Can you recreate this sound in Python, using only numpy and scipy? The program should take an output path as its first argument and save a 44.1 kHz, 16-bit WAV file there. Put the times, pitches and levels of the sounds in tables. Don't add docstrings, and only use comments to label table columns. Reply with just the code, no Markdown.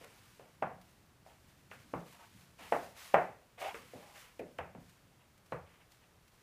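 import sys
import numpy as np
from scipy import signal
from scipy.fft import rfft, irfft, next_fast_len
from scipy.io import wavfile
from scipy.ndimage import map_coordinates

SR = 44100
rng = np.random.default_rng(int(sys.argv[2]) if len(sys.argv) > 2 else 0)


def dump(signal):
    limited = np.clip(np.atleast_2d(signal).T, -1, 1)
    pcm = np.round(limited * 32767).astype(np.int16)
    wavfile.write(sys.argv[1], SR, pcm)


def magnitude_from_level(level_db):
    exponent = np.asarray(level_db, float) / 20
    return 10 ** exponent


N = 283122


def unit(x):
    return x / np.sqrt(np.mean(x ** 2) + 1e-20)


def peak(x):
    return x / np.max(np.abs(x))


def along(points, hz):
    point_hz, value = np.transpose(points)
    return np.interp(np.log(hz + 1), np.log(point_hz + 1), value)


def wobble(rate):
    knots = rng.standard_normal(int(N * rate / SR) + 4)
    return map_coordinates(knots, [np.arange(N) * rate / SR])


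def filtered(x, response):
    size = next_fast_len(len(x) + 8192)
    hz = np.fft.rfftfreq(size, 1 / SR)
    return irfft(rfft(x, size) * response(hz), size)[:len(x)]


def modes(table):
    def response(f):
        return sum((-1) ** k * magnitude_from_level(db) * 1j * f * width / (hz * hz - f * f + 1j * f * width)
                   for k, (hz, width, db) in enumerate(table))
    return response


def stroke(t, rise_s, hold_s, ease_db, fall_db):
    rise = np.sin(np.pi / 2 * np.clip(t / rise_s, 0, 1)) ** 2
    return rise * magnitude_from_level(-ease_db * t - fall_db * np.maximum(t - rise_s - hold_s, 0))


# [pitch_hz, width_hz, level_db]
JOIST_MODES = [(81, 25.7, 0), (142.2, 13.1, -0.5), (172.3, 11.8, 5), (287, 210, -1.5), (336, 17, 2)]
# [pitch_hz, level_db per Hz]
QUIET_TONE = [(13, -47.5), (22, -8.5), (114, -1), (260, -13), (360, -11), (1300, -15.5), (3620, -23),
              (15500, -30.5)]
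# [start_s (middle), swell_db]
WEIGHT_SHIFTS = [
    (1.4, 2),
    (1.8, 6.5),
    (2.78, 10),
    (3.82, 9.5),
    (4.64, 14),
    (5.0, 1.5),
    (5.4, 3),
]
QUIET_DB, HUM_DB = -64, -63
HUM_FADES_DB_PER_S = 1.46
SHIFT_S = 0.14


def quiet():
    t = np.arange(N) / SR
    hiss = unit(filtered(rng.standard_normal(N), lambda hz: magnitude_from_level(along(QUIET_TONE, hz))))
    load_db = sum(db * np.exp(-((t - s) / SHIFT_S) ** 2) for s, db in WEIGHT_SHIFTS)
    swell = magnitude_from_level(HUM_DB - HUM_FADES_DB_PER_S * t + load_db - 6 + 0.39 * wobble(3.8))
    rumble = unit(filtered(rng.standard_normal(N), lambda f: modes(JOIST_MODES)(f) / (1 + 1j * f / 250) ** 2))
    return magnitude_from_level(QUIET_DB - 3.5) * hiss + swell * rumble


# [pitch_hz, level_db per Hz]
SATIN_TONE = [(590, -28.5), (1000, -7), (1160, -8.5), (1350, -8), (2280, -7.5), (3870, -11), (12300, -17),
              (15500, -20.5)]
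# [start_s, hold_s, level_db, fade_db_per_s]
SWISHES = [(0.0, 0.28, -66.5, 37), (0.807, 0.061, -73, 50), (1.255, .02, -70.5, 34),
           (1.474, 0.037, -70.5, 45), (1.707, 0.015, -62.5, 128), (1.784, 0.2, -69, 60),
           (2.055, 0.034, -63.5, 23), (2.318, 0.032, -71.5, 60), (2.588, 0.22, -59, 64),
           (2.965, 0.088, -55, 70), (3.592, 0.063, -54.5, 147), (3.738, .01, -58.5, 101),
           (3.85, 0.32, -64.5, 31.5), (4.149, 0.092, -64, 154), (4.46, 0.033, -77, 198),
           (4.795, 0.1, -71, 37), (5.508, 0.0072, -69, 158), (5.684, 0.049, -78.5, 62),
           (5.906, .02, -68, 90.5), (6.316, 0.096, -71.5, 53)]
# [start_s, peak_db, t60_s (time to fall 60 dB)]
TICKS = [(0.0437, -47, 0.014), (0.627, -58, 0.035), (0.8131, -59, 0.034), (2.1246, -60, 0.037),
         (2.722, -54, 0.03), (3.1418, -46, 0.031), (4.392, -57, 0.04), (4.583, -57.5, 0.046),
         (4.8937, -61, 0.032), (5.3774, -65, 0.042), (5.4594, -66.5, 0.1), (5.9192, -54, 0.017),
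         (6.2787, -61.5, 0.036)]
SWISH_S, STILL_DB = .04, -81.5


def dress():
    t = np.arange(N) / SR
    power = magnitude_from_level(2 * STILL_DB)
    for s, hold, db, fade_db in SWISHES:
        power = power + (magnitude_from_level(db) * stroke(t - s + SWISH_S / 2, SWISH_S, hold, 0, fade_db)) ** 2
    grains = magnitude_from_level(1.1 * wobble(11) + 0.75 * wobble(31) + 1.0 * wobble(300))
    swish = np.sqrt(power) * grains
    ticks = 0
    for s, db, t60 in TICKS:
        onset = np.clip((t - s) / 0.0015, 0, 1)
        ticks = ticks + onset * magnitude_from_level(db - 0.5 - 60 * np.abs(t - s) / t60)
    cloth = unit(filtered(rng.standard_normal(N), lambda hz: magnitude_from_level(along(SATIN_TONE, hz))))
    return (swish + ticks) * cloth


# [delay_s, level_db]
WALL_ECHOES = [(.005, 2), (.0085, 0), (.013, -4.5), (.022, -19), (.026, -6.5), (.042, -12)]
# [pitch_hz, t60_s]
ROOM_RING = [(100, 0.47), (400, 0.31), (1100, 0.29), (3000, 0.34), (8000, 0.052)]
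# [pitch_hz, level_db]
WALL_TONE = [(300, -2.5), (900, -2.5), (1800, 0), (2800, -5.5), (5000, -6.5)]


def room(x, wall_db, tail_db):
    size = SR // 2
    hz, t, noise = signal.stft(rng.standard_normal(size), SR, nperseg=256)
    fall_db = -60 * t / along(ROOM_RING, hz)[:, None]
    decay = magnitude_from_level(1.013 * fall_db) + magnitude_from_level(-17.5 + 0.56 * fall_db)
    colour = magnitude_from_level(along(WALL_TONE, hz))[:, None]
    tail = signal.istft(noise * decay * colour, SR, nperseg=256)[1][:size]
    tail = tail * (1 - np.exp(-np.arange(size) / SR / 0.0036))
    answer = magnitude_from_level(tail_db) * tail / np.linalg.norm(tail)
    for s, db in WALL_ECHOES:
        answer[round(s * SR)] += magnitude_from_level(db + wall_db) * rng.choice([-1, 1])
    answer[0] = 1
    return signal.fftconvolve(x, answer)


# [pitch_hz, width_hz, level_db]
GRIT_MODES = [(400, 310, -5.5), (1100, 680, -1), (2057, 570, 2.5), (2933, 700, 1)]
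# [start_s, length_s, board_db, board_pitch_hz, grit_db]
SLIDES = [(0.0, .05, -58.5, 538, -61.5), (0.088, 0.21, -69.5, 720, -69.5), (0.396, .1, -63, 592, -72),
          (1.27, 0.074, -67, 780, -69.5), (2.121, .04, -63, 706, -67), (2.184, 0.056, -56.5, 878, -62.5),
          (2.581, 0.094, -53.5, 671, -53.5), (2.947, 0.23, -61, 666, -57), (3.571, 0.036, -50.5, 561, -52),
          (3.602, 0.084, -35.5, 558.7, -42.5), (3.777, .14, -70.5, 600, -64.5),
          (3.941, 0.21, -55.5, 565, -64), (4.141, 0.038, -57.5, 597, -56), (4.2, 0.097, -68.5, 495, -61.5),
          (5.181, 0.054, -79, 701, -70), (5.656, 0.18, -71, 639, -64.5), (6.008, .03, -82, 720, -66.5)]
GRIP_S = 0.016
EASE_DB_PER_S, LIFT_DB_PER_S = 36, 421.5
GLIDE_HZ_PER_S = 2300
HARD_DB, GLIDE_SOFTENS, LIGHT_BLURS = -36.5, 0.32, 0.29


def slides():
    out = np.zeros(N + SR)
    uneven = magnitude_from_level(3 * wobble(170))
    for s, length, board_db, board_hz, grit_db in SLIDES:
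        start = round(s * SR)
        t = np.arange(0, length + 0.16, 1 / SR)
        slips = rng.standard_normal((3, len(t))) * uneven[start:][:len(t)]
        blur_hz = 140 * magnitude_from_level(LIGHT_BLURS * (HARD_DB - board_db))
        a, b = (filtered(slip, lambda f: 1 / (1 + 1j * f / blur_hz) ** 2) for slip in slips[:2])
        glide = GLIDE_HZ_PER_S * magnitude_from_level(GLIDE_SOFTENS * (board_db - HARD_DB))
        turn = 2 * np.pi * (board_hz * t + glide * t * t / 2)
        grip = (a * a + b * b) ** 0.32
        board = unit((a * np.cos(turn) + b * np.sin(turn)) / (grip + 1e-9))
        grit = unit(filtered(slips[2], lambda f: modes(GRIT_MODES)(f) / (1 + 1j * f / 3500) ** 2))
        press = stroke(t, GRIP_S, length - GRIP_S, EASE_DB_PER_S, LIFT_DB_PER_S)
        scrape = press * (magnitude_from_level(board_db) * board + magnitude_from_level(grit_db) * grit)
        scrape = filtered(scrape, lambda f: (1j * f / (200 + 1j * f)) ** 6)
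        near = room(scrape, wall_db=-9.5, tail_db=-16.0)
        out[start:][:len(near)] += magnitude_from_level(-2.5) * near
    return out[:N]


def pulse(points):
    size = 4096
    spectrum = magnitude_from_level(along(points, np.fft.rfftfreq(size, 1 / SR)))
    cepstrum = irfft(np.log(spectrum + 1e-6), size)
    cepstrum[1:size // 2] *= 2
    cepstrum[size // 2 + 1:] = 0
    return irfft(np.exp(rfft(cepstrum)), size)


def spread(x, count):
    centres_hz = rng.uniform(650, 2570, count)

    def lag(f):
        return np.prod([(c * c - f * f - 1j * f * 420) / (c * c - f * f + 1j * f * 420)
                        for c in centres_hz], axis=0)
    return filtered(x, lag)


PART_HZ = [478, 720, 1157, 1850, 2642]
# [start_s, board_peak_db, then beside it low_board_db, sole_db, shaft_db]
STEPS = [(0.012, -62.5, 5, -9.5, -5), (0.04, -56.5, 0.5, 4, 1.5), (0.395, -49.5, -5.5, -7, -12.5),
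         (0.624, -21, -19, -6, -17), (1.262, -45, -21, -13, -22), (1.714, -50.5, -6.5, 7.5, 3.5),
         (1.937, -32.5, -6, 2.5, -14.5), (2.723, -16.5, -14, -9, -15), (3.142, -11, -15, -6.5, -13),
         (3.744, -53.5, 8, 15.5, 9), (3.935, -44, -4.5, -31, -18), (3.962, -62, 8, -9, -17),
         (4.394, -38, -2.5, -22, -11.5), (4.416, -44.5, 0, -13.5, -21), (4.587, -31, -14, -3.5, -8),
         (4.749, -46.5, -8, -4.5, -15), (5.522, -34.5, -5.5, 4, -9.5), (6.157, -66.5, -6.5, -4, -12)]
TIP_UNDER_DB, TIP_DULLS = 14, 0.17
ROOM_DB = -2


def steps():
    out = np.zeros(N + SR)
    touch = round(0.003445 * SR)
    for s, db, low_db, sole_db, shaft_db in STEPS:
        tip_db = shaft_db - TIP_UNDER_DB - TIP_DULLS * db
        struck = [low_db + 10.5, 0, sole_db - 5.5, shaft_db - 4.0, tip_db + 2]
        below = [(150, low_db - 19), (300, low_db - 2)]
        above = [(3400, tip_db - 11), (4200, tip_db - 26), (6000, tip_db - 25), (16000, tip_db - 53.5)]
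        knock = spread(pulse(below + list(zip(PART_HZ, struck)) + above), count=5)
        blow = np.pad(knock, (touch, 0)) + magnitude_from_level(-25) * np.pad(knock, (0, touch))
        near = room(blow, wall_db=ROOM_DB - 8.0, tail_db=ROOM_DB - 4.5)
        out[round((s - .0035) * SR):][:len(near)] += magnitude_from_level(db + 35.5) * near
    return out[:N]


# [start_s, peak_db, strongest_pitch_hz]
THUMPS = [(0.619, -39, 194), (1.929, -36, 250), (2.341, -50, 107), (2.375, -69, 86.1), (2.6, -55, 282),
          (2.716, -41.5, 243), (3.134, -35, 184), (3.735, -66, 72), (3.938, -48.5, 227),
          (4.397, -43.5, 310), (4.581, -49.5, 101), (4.749, -43.5, 188), (5.034, -60.5, 123.7),
          (5.515, -41, 92)]


def thumps():
    out = np.zeros(N + SR)
    push = (np.arange(SR // 4) == 0) * 1.0
    sag = peak(filtered(push, lambda f: modes([(45, 50, 0)])(f) ** 2))
    for s, db, hz in THUMPS:
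        def joists(f):
            weight = modes([(hz, 1.4 * hz, 0)])(f) ** 2
            return modes(JOIST_MODES)(f) * weight / (1 + 1j * f / 300) ** 2
        flex = peak(filtered(push, joists))
        near = room(flex + magnitude_from_level(-23.0) * sag, wall_db=-4, tail_db=-5.0)
        out[round((s + .005) * SR):][:len(near)] += magnitude_from_level(db - 4.0) * near
    return out[:N]


# [start_s, peak_db, pitch_hz]
CAPS = [
    (0.625, -51, 2640),
    (1.937, -54, 2900),
    (4.3954, -41, 2410),
    (4.586, -44, 3060),
    (5.521, -53, 2670),
    (5.521, -50.5, 4070),
    (5.9198, -67, 3300),
]


def caps():
    t = np.arange(N) / SR
    out = np.zeros(N)
    for s, db, hz in CAPS:
        age = t - s
        fade = magnitude_from_level(-60 * np.abs(age) / 0.047)
        onset = np.clip(age / 0.00017, 0, 1)
        out += magnitude_from_level(db - 6.5) * onset * fade * np.sin(2 * np.pi * hz * age)
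    return out


def scene():
    return (quiet() + dress() + slides() + steps() + thumps() + caps())[None]


def low_pass(x):
    return signal.sosfilt(signal.butter(12, 15660, fs=SR, output="sos"), x)


def record(dry):
    kept = filtered(dry[0], lambda hz: hz < 15500)
    return low_pass(kept[None])


dry = scene()
out = record(dry)
dump(out)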